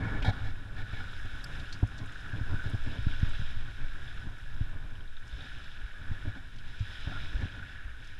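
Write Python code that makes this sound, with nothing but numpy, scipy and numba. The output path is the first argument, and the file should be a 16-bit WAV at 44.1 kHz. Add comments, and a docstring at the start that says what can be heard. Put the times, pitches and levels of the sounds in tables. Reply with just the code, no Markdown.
"""Small waves lap on a sandy lake shore, heard through the sealed case of a body-worn camera.
Each wave is a swell of noise and tiny bubbles, muffled by the case; trapped air gurgles and drops plink.
The strap knocks and rubs the case, cloth scrapes over it, and wind and body sway rumble in it.
Close by, gear on the sand rustles and a small metal part ticks."""
import sys
import numpy as np
from scipy import signal
from scipy.fft import rfft, irfft
from scipy.io import wavfile
from scipy.ndimage import uniform_filter1d
from numba import njit

SR = 44100
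rng = np.random.default_rng(int(sys.argv[2]) if len(sys.argv) > 2 else 0)


def to_wav(sig):
    """Store sig (one row per channel, or 1-D mono) as 16-bit WAV at the path in sys.argv[1].

    Samples outside -1..1 are clipped; the rate is SR.
    """
    pcm = np.clip(np.atleast_2d(sig), -1, 1) * 32767
    pcm = np.round(pcm).astype(np.int16)
    wavfile.write(sys.argv[1], SR, pcm.T)  # frames by channels


N = 361179
T = np.arange(N) / SR


# Small waves breaking along the shore: crest_s, wash_db, spray_db, fizz_db
WAVES = [(0.1, -30, -31, -32), (0.95, -31.5, -31, -34), (1.22, -32, -35, -30.5), (1.52, -31, -32, -29.5),
         (2.15, -32.5, -31.5, -31.5), (2.5, -30.5, -41, -34), (2.68, -56, -30.5, -31),
         (3.02, -44, -29, -33), (3.3, -32, -29.5, -32.5), (3.8, -37, -60, -36), (4.05, -34.5, -33.5, -34),
         (4.6, -36, -37, -71), (5.37, -35, -31.5, -32.5), (5.68, -37, -35.5, -43),
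         (6.05, -32.5, -36.5, -35), (6.8, -51, -32, -32.5), (6.97, -32, -31, -33), (7.1, -51, -29, -40),
         (7.34, -34.5, -37, -33), (7.65, -33, -61, -43), (8.05, -45, -36, -37)]

def wave_levels(build_db_per_s=45, drain_db_per_s=19):
    """Each wave builds fast and drains slowly, on top of the calm lapping."""
    calm_db = (-44.5, -49, -39)  # wash, spray, fizz
    power = gain(calm_db)[:, None] ** 2 * np.ones(N)
    for crest_s, *levels_db in WAVES:
        swell = 2 / (gain(2 * build_db_per_s * (crest_s - T)) + gain(2 * drain_db_per_s * (T - crest_s)))
        power = power + gain(levels_db)[:, None] ** 2 * swell
    return np.sqrt(power)


# How deep the wash sounds, as the lead of its lows over its highs: time_s, lead_db
WASH_DEPTH = [(0, 15), (.7, 5), (1.6, 2), (2.6, 7), (3.3, 1.5), (4.1, -1), (5.2, 0.5), (6.2, -1), (7.15, 0),
              (7.7, -4)]

def surf():
    """Far water is smooth noise, near foam a crowd of bubbles; they make low wash, spray and high fizz."""
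    wash_level, spray_level, fizz_level = wave_levels()
    when, pitch, life, size = rng.random((20000, 4)).T
    size_db = np.minimum(-3.2 * np.log(1 - size), 14)  # many quiet bubbles, a few loud ones
    foam = bubbles((when * N).astype(np.int64), 1200 * 9 ** pitch, 3 + 6 * life, gain(size_db), 0.18)
    water = rng.standard_normal(N) + gain(-7) * unit_level(foam)
    wash = signal.sosfilt(signal.butter(4, 2050, fs=SR, output="sos"), water)
    lows = signal.sosfiltfilt(signal.butter(4, 1590, fs=SR, output="sos"), wash)
    depth = gain(curves(WASH_DEPTH)[0] / 2)
    wash = depth * lows + (wash - lows) / depth
    spray = signal.sosfilt(signal.butter(4, (2050, 6300), "band", fs=SR, output="sos"), water)
    fizz = signal.sosfilt(signal.butter(3, (5600, 12500), "band", fs=SR, output="sos"), water)
    pops_per_s, pop_s = 40, .007  # patches of foam burst and lift the fizz for a moment
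    pops = (rng.random(N) < pops_per_s / SR) * rng.exponential(size=N)
    fizz *= 1 + gain(-9) * signal.fftconvolve(pops, np.hanning(int(pop_s * SR)), "same")
    flicker_db = .5 * wander(16)
    slosh = gain(1.5 + .48 * wander(16)) * band(rng.standard_normal(N), 820, 420)  # a splash's low body
    wash *= gain(.6 * wander(12))
    spray *= gain(flicker_db + .7 * wander(25))
    fizz *= gain(flicker_db)
    return wash_level * wash + spray_level * (spray + slosh) + fizz_level * fizz


@njit
def bubbles(start_sample, pitch_hz, cycles, size, rise):
    """Each bubble is a short tone that rises as it dies away; more cycles make it ring longer."""
    out = np.zeros(N + 4096)
    for k in range(len(start_sample)):
        phase, length = 0., min(int(cycles[k] * SR / pitch_hz[k] * 2), 4096)
        for i in range(length):
            phase += 2 * np.pi * pitch_hz[k] * (1 + rise * i / length) / SR
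            out[start_sample[k] + i] += size[k] * np.exp(-5. * i / length) * np.sin(phase)
    return out[:N]


# How much sound gets through the case wall: pitch_hz, level_db
CASE_WALL = [(200, -16.5), (700, -23.5), (1150, -25.5), (1350, -18), (1900, -19.5), (2050, -28.5),
             (2200, -20), (2900, -18), (3800, -14), (4300, -27), (5800, -33.5), (8000, -40), (11000, -41),
             (12500, -41), (14500, -67)]
# Air pockets in front of the microphone: pitch_hz, width_hz, boost_db
AIR_POCKETS = [(1505, 94, 11.5), (1664, 112, 11.5), (3450, 120, 2.5), (5170, 310, 9), (7320, 400, 4),
               (9570, 470, 5.5)]

def through_case(sound):
    """The wall muffles outside sound, and the air pockets make a few pitches louder."""
    muffled = colour(sound, CASE_WALL)
    return muffled + sum((gain(db) - 1) * band(muffled, hz, width) for hz, width, db in AIR_POCKETS)


# Bursts of gurgling: start_s, length_s, level_db, pitch_hz
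GURGLES = [(2.299, 0.2, -37, 1597), (2.55, 0.093, -38, 1490), (3.08, 0.25, -40, 1490),
           (3.76, 0.17, -43.5, 1530), (7.12, 0.06, -37, 1410), (7.681, 0.19, -45, 1760)]

def gurgles():
    """Air trapped under a wave makes a cluster of larger bubbles, close in pitch."""
    out = np.zeros(N)
    for start_s, length_s, level_db, pitch_hz in GURGLES:
        when, pitch, softness = rng.random((14, 3)).T
        starts = ((start_s + length_s * when) * SR).astype(np.int64)
        pitches_hz = pitch_hz * (1 + 0.074 * (pitch - .5))
        out += bubbles(starts, pitches_hz, np.full(14, 26.), gain(level_db - 8 * softness), rise=0.045)
    return band(out, 1530, 900)


# Single drops of water: start_s, level_db, pitch_hz
DROPS = [(1.409, -51, 3700), (4.9541, -53, 2960), (5.0075, -55, 3120), (5.0779, -54, 3700),
         (5.1682, -49, 3680), (5.327, -50, 3570), (5.4086, -49, 3740), (5.442, -52, 3570),
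         (7.522, -51, 3200)]

def drops():
    """Drops fall back into the lake with a slightly rising plink; the case softens their start."""
    start_s, level_db, pitch_hz = np.transpose(DROPS)
    cycles = np.full(len(DROPS), 25.)
    plinks = bubbles((start_s * SR).astype(np.int64), pitch_hz, cycles, gain(level_db), rise=0.083)
    return gain(9) * band(plinks, 3370, 900)


# The tones of the case shaking on its mount: pitch_hz, level_db, fade_s
CASE_TONES = [(58, -1.5, 0.1), (102.7, 7.5, 0.088), (167, -16, 0.095), (205, -11.5, 0.072),
              (266.4, -7, 0.068), (392, -7.5, 0.018), (605, -7.5, 0.023), (769, -7, 0.018),
              (986, -1, 0.013)]
# Knocks on the case: peak_s, peak_db, contact_ms, fade_factor, scuff_db
KNOCKS = [(0.222, -24, 26, 2.2, 14), (0.282, -16.5, 4.2, 1.3, 17), (0.437, -33.5, 6.5, 8.4, -5),
          (0.509, -32.5, 7.3, 1, -11), (0.808, -33.5, 5.7, 3.2, -5), (0.933, -27.5, 6.9, 0.61, 11),
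          (1.251, -31.5, 3.3, 1.15, 11), (1.8282, -25, 1.4, 0.18, -1), (1.8317, -13, 3.3, 0.71, 4),
          (2.336, -25.5, 4, 1.7, 8), (2.413, -23.5, 3.2, 0.91, -12), (2.522, -25, 3.7, 1.7, -17),
          (2.543, -23, 2.3, 0.16, -8), (2.661, -23.5, 4.5, 0.98, -12), (2.737, -23.5, 2.9, 0.38, -4),
          (2.746, -22.5, 2.6, 0.59, 0), (2.876, -26.5, 3.3, 0.6, -8), (2.99, -25, 4.7, 0.95, -5),
          (3.07, -17, 3.9, 0.35, -13), (3.232, -14.5, 4.6, 0.37, -12), (3.397, -26, 5.5, 0.66, -1),
          (3.42, -24.5, 5.7, 0.29, 4), (3.57, -32.5, 7.1, 0.32, -5), (3.842, -31, 9.4, 0.37, -14),
          (4.271, -32, 2.9, 0.47, -20), (4.612, -20.5, 4.3, 0.67, -8), (5.331, -30.5, 17.5, 2, 1),
          (5.842, -29, 23, 0.74, -20), (6.115, -23, 3.7, 0.58, -9), (6.277, -24.5, 4.3, 1, -18),
          (6.809, -22.5, 6.2, 1.14, -19), (7.075, -23, 8.1, 0.21, 10), (7.35, -22, 22, 0.37, -10),
          (7.394, -29, 17, 0.79, -8), (7.434, -24.5, 4.9, 1.2, 1), (7.457, -26, 3, 0.24, -5),
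          (7.854, -33, 18.4, 3.7, -35)]

def knocks(scuff_ms=13.6):
    """A smooth push rings the low tones of the case; a rough scuff wakes the higher ones."""
    out = np.zeros(N)
    ms = T[:2048] * 1000
    scuffs = rng.standard_normal((len(KNOCKS), len(ms)))
    scuffs *= np.sin(np.pi * np.minimum(ms / scuff_ms, 1)) ** 2
    soft_mount = signal.butter(1, 70, "high", fs=SR)  # the mount gives way, so the case springs back
    dull = signal.butter(3, 780, fs=SR)
    for (peak_s, peak_db, contact_ms, fade_factor, scuff_db), scuff in zip(KNOCKS, scuffs):
        push = np.sin(np.pi * np.minimum(ms / contact_ms, 1)) ** 2
        case = ring(CASE_TONES, .3, max(fade_factor, .2))
        thud = signal.lfilter(*soft_mount, signal.fftconvolve(push, case))
        rasp = signal.fftconvolve(signal.lfilter(*dull, band(scuff, 650, 450)), case)
        add(out, peak_s - thud.argmax() / SR, thud + gain(scuff_db) * rasp, peak_db)
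    return out


# Tones of the case panels under rubbing cloth: pitch_hz, width_hz, level_db
PANEL_TONES = [(400, 160, -4), (600, 70, 3), (720, 200, 2), (1450, 70, 7), (1720, 100, 11), (2220, 120, 4)]
# Extra panel tones that a crisp stroke brings out: pitch_hz, width_hz, level_db
CRISP_TONES = [(756, 45, 16.5), (826, 40, 8), (3280, 280, -3), (3700, 260, 0)]
# Strokes of cloth: start_s, length_s, level_db, ring_db (added to level), crisp_db (added to both), shake_db
SCRAPES = [(0, 0.19, -48.5, 13.5, -21, -39), (0.247, 0.0556, -21.5, -7.5, 3.5, -35.5),
           (0.323, 0.19, -36, -9.5, -9, -62), (0.444, 0.05, -38, -12, -8, -45.5),
           (0.768, 0.053, -30, -8.5, -16, -48), (0.924, 0.088, -33, -8.5, -10, -49),
           (2.356, 0.045, -47, -4, -8, -47), (2.64, 0.073, -38, -13, -8, -44.5),
           (2.864, 0.12, -49, 3, -8, -46), (5.382, 0.077, -61, -2, 12, -53),
           (6.253, 0.044, -37, -10, -6, -43.5), (6.351, 0.026, -45.5, 0.5, -3.5, -51),
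           (7.073, 0.049, -48, 0, 3, -43), (7.318, 0.06, -71, 19, -11, -50.5),
           (7.385, 0.046, -45.5, 5, -14, -43.5)]

def cloth_scrapes(edge_s=.010):
    """Cloth fibres click over the wall, ringing its panels and shaking the case on its mount."""
    fibres = rng.standard_normal(N) * gain(1.2 * wander(149.4))
    stroke, press, crisp, shake = np.zeros((4, N))
    for start_s, length_s, level_db, ring_db, crisp_db, shake_db in SCRAPES:
        shape = np.clip(np.minimum(T - start_s, start_s + length_s - T) / edge_s + 1, 0, 1) ** 2
        stroke += gain(level_db) * shape
        press += gain(level_db + ring_db) * shape
        crisp += gain(level_db + ring_db + crisp_db) * shape
        shake += gain(shake_db) * shape
    out = through_case(fibres * stroke)
    for strength, tones in ((press, PANEL_TONES), (crisp, CRISP_TONES)):
        for hz, width, db in tones:
            out += gain(db) * band(band(fibres * strength, hz, 2 * width), hz, width)
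    case = ring(CASE_TONES, .2, fade_factor=0.83)
    case = signal.lfilter(*signal.butter(2, (170, 700), "band", fs=SR), case)
    return out + vibrate(fibres * shake, case)


# The wearer moving: time_s, sway_db, rub_db
MOTION = [(0.0, -59, -33.5), (0.13, -34, -35.5), (0.5, -32, -44), (0.8, -34, -42), (1.15, -34.5, -51.5),
          (1.45, -33, -45), (1.7, -38.5, -43.5), (2.2, -38.5, -46.5), (2.6, -29.5, -44),
          (3.3, -28.5, -43.5), (3.7, -33.5, -47.5), (4.2, -36.5, -48), (4.6, -30.5, -45), (5.2, -38.5, -52),
          (5.8, -38.5, -52.5), (6.25, -35.5, -45), (6.7, -39, -50), (7.3, -31, -44), (7.6, -44.5, -45.5),
          (8.19, -37.5, -55.5)]

def strap_rub():
    """The strap sticks and slips, shaking the low tones of the case and, more weakly, the high ones."""
    _, rub_db = curves(MOTION)
    slips = rng.standard_normal(N) * gain(rub_db + 2.73 * wander(22))
    low = ring([tone for tone in CASE_TONES if tone[0] <= 450], .2, fade_factor=0.65)
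    high = ring([tone for tone in CASE_TONES if tone[0] > 450], .2, fade_factor=0.65)
    return vibrate(slips, low) + gain(-17.5) * vibrate(slips, high)


# The deep tone of the rumble: pitch_hz, level_db
RUMBLE_COLOUR = [(3, -16.5), (8, 11.5), (16, 6.5), (30, -10), (50, -9.5), (80, -21.5), (200, -44),
                 (600, -67)]

def wind_and_sway():
    """Wind and body sway make slow swings of air pressure that flicker with the gusts."""
    sway_db, _ = curves(MOTION)
    return gain(sway_db + 0.79 * wander(12)) * unit_level(colour(rng.standard_normal(N), RUMBLE_COLOUR))


# Rustles close by: time_s, peak_db, pitch_hz, fade_s
RUSTLES = [(0.222, -32.5, 2630, 0.065), (1.596, -39.5, 3450, 0.055), (1.724, -34.5, 4330, 0.079),
           (1.978, -47, 5470, 0.079), (1.985, -43.5, 3380, 0.049), (2.058, -54, 7500, .03),
           (2.12, -56, 7000, 0.044), (2.696, -51, 8500, .04), (2.835, -59.5, 8000, .025),
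           (3.197, -53, 5900, .025), (3.29, -53, 6950, 0.023), (5.277, -52, 5460, 0.023),
           (5.641, -50, 3960, 0.023), (6.56, -54, 5260, .03), (6.584, -45, 3500, 0.04),
           (6.792, -50, 4930, .04), (7.005, -57, 5500, .03), (8.044, -54, 4900, 0.038),
           (8.071, -54, 5730, 0.034)]

def gear_rustles():
    """Gear on the sand crackles in short bursts of noise."""
    out = np.zeros(N)
    t = T[:4096]
    for time_s, peak_db, hz, fade_s in RUSTLES:
        burst = rng.standard_normal(len(t)) * np.minimum(t / 0.007, 1) ** 2 * gain(-60 * t / fade_s)
        add(out, time_s - .003, band(band(burst, hz, hz / 2), hz, hz / 2), peak_db)
    return out


# The tones of a small metal part: pitch_hz, level_db, fade_s
METAL_TONES = [(4680, 0, 0.02), (5135, 2, .025), (5450, -2, 0.015), (7600, -8, 0.014), (7900, -5, 0.016),
               (9600, -14, .012), (10600, -14, .014), (11050, -10, 0.018)]
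# When it ticks: time_s, peak_db
TICKS = [(1.442, -35)]

def metal_tick():
    """A brief rattling touch sets a small metal part ringing."""
    out = np.zeros(N)
    for time_s, peak_db in TICKS:
        rattle = rng.standard_normal(400) * np.hanning(400)
        add(out, time_s - .003, signal.fftconvolve(rattle, ring(METAL_TONES, .1)), peak_db)
    return out


def gain(db):
    """Turn decibels into a number to multiply by."""
    return 10 ** (np.asarray(db) / 20)


def unit_level(x):
    """Scale a sound to an average (rms) level of 1."""
    return x / np.sqrt(np.mean(x ** 2))


def curves(table):
    """Join each column's values with straight lines over time."""
    time_s, *columns = np.transpose(table)
    return [np.interp(T, time_s, column) for column in columns]


def colour(x, points):
    """Make each pitch louder or softer, following (pitch_hz, level_db) points."""
    size = 1 << 15
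    hz, db = np.transpose(points)
    log_gain = np.interp(np.log(np.fft.rfftfreq(size, 1 / SR) + 1), np.log(hz), db) * np.log(10) / 20
    cepstrum = irfft(log_gain)  # folded below, so the filter rings only after a sound, never before
    cepstrum[1:size // 2] *= 2
    cepstrum[size // 2 + 1:] = 0
    return signal.fftconvolve(x, irfft(np.exp(rfft(cepstrum)))[:size // 2])[:len(x)]


def band(x, hz, width_hz):
    """Keep the part of a sound near one pitch."""
    return signal.lfilter(*signal.iirpeak(hz, hz / width_hz, fs=SR), x)


def ring(tones, length_s, fade_factor=1.):
    """An object tapped once: each tone drops 60 dB in fade_s times fade_factor."""
    t = T[:int(length_s * SR)]
    return sum(gain(db - 60 * t / (fade_s * fade_factor)) * np.sin(2 * np.pi * hz * t)
               for hz, db, fade_s in tones)


def vibrate(noise, ringing):
    """Shake a ringing object with noise, keeping about the same level."""
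    return signal.fftconvolve(noise, ringing / np.sqrt(np.sum(ringing ** 2)))[:N]


def wander(steps_per_s):
    """A smooth random curve that typically strays about 1 from zero."""
    hold = int(SR / steps_per_s)
    steps = np.repeat(rng.standard_normal(N // hold + 1), hold)
    return 1.5 * uniform_filter1d(uniform_filter1d(steps, hold), hold)[:N]


def add(out, start_s, sound, peak_db):
    """Mix a sound in at the given time and peak level."""
    i = int(start_s * SR)
    sound = sound[:N - i]
    out[i:i + len(sound)] += sound * gain(peak_db) / np.abs(sound).max()


def scene():
    """The lake heard through the case, the gear nearby, and all that shakes or touches the case."""
    lake = through_case(surf()) + gurgles() + drops()
    gear = gear_rustles() + metal_tick()
    handling = wind_and_sway() + strap_rub() + knocks() + cloth_scrapes()
    return (lake + gear + handling)[None]


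def record(dry):
    """The microphone adds a faint hiss, softens the highest treble and cuts it off above 14.2 kHz."""
    hiss = gain(-71.5) * band(rng.standard_normal(dry.shape), 2700, 6500)
    hiss += gain(-73.5) * band(rng.standard_normal(dry.shape), 10300, 3500)
    softened = signal.lfilter(*signal.butter(2, 11500, fs=SR), dry + hiss)
    return signal.sosfilt(signal.ellip(10, .2, 60, 14200, fs=SR, output="sos"), softened)


dry = scene()
out = record(dry)
to_wav(out)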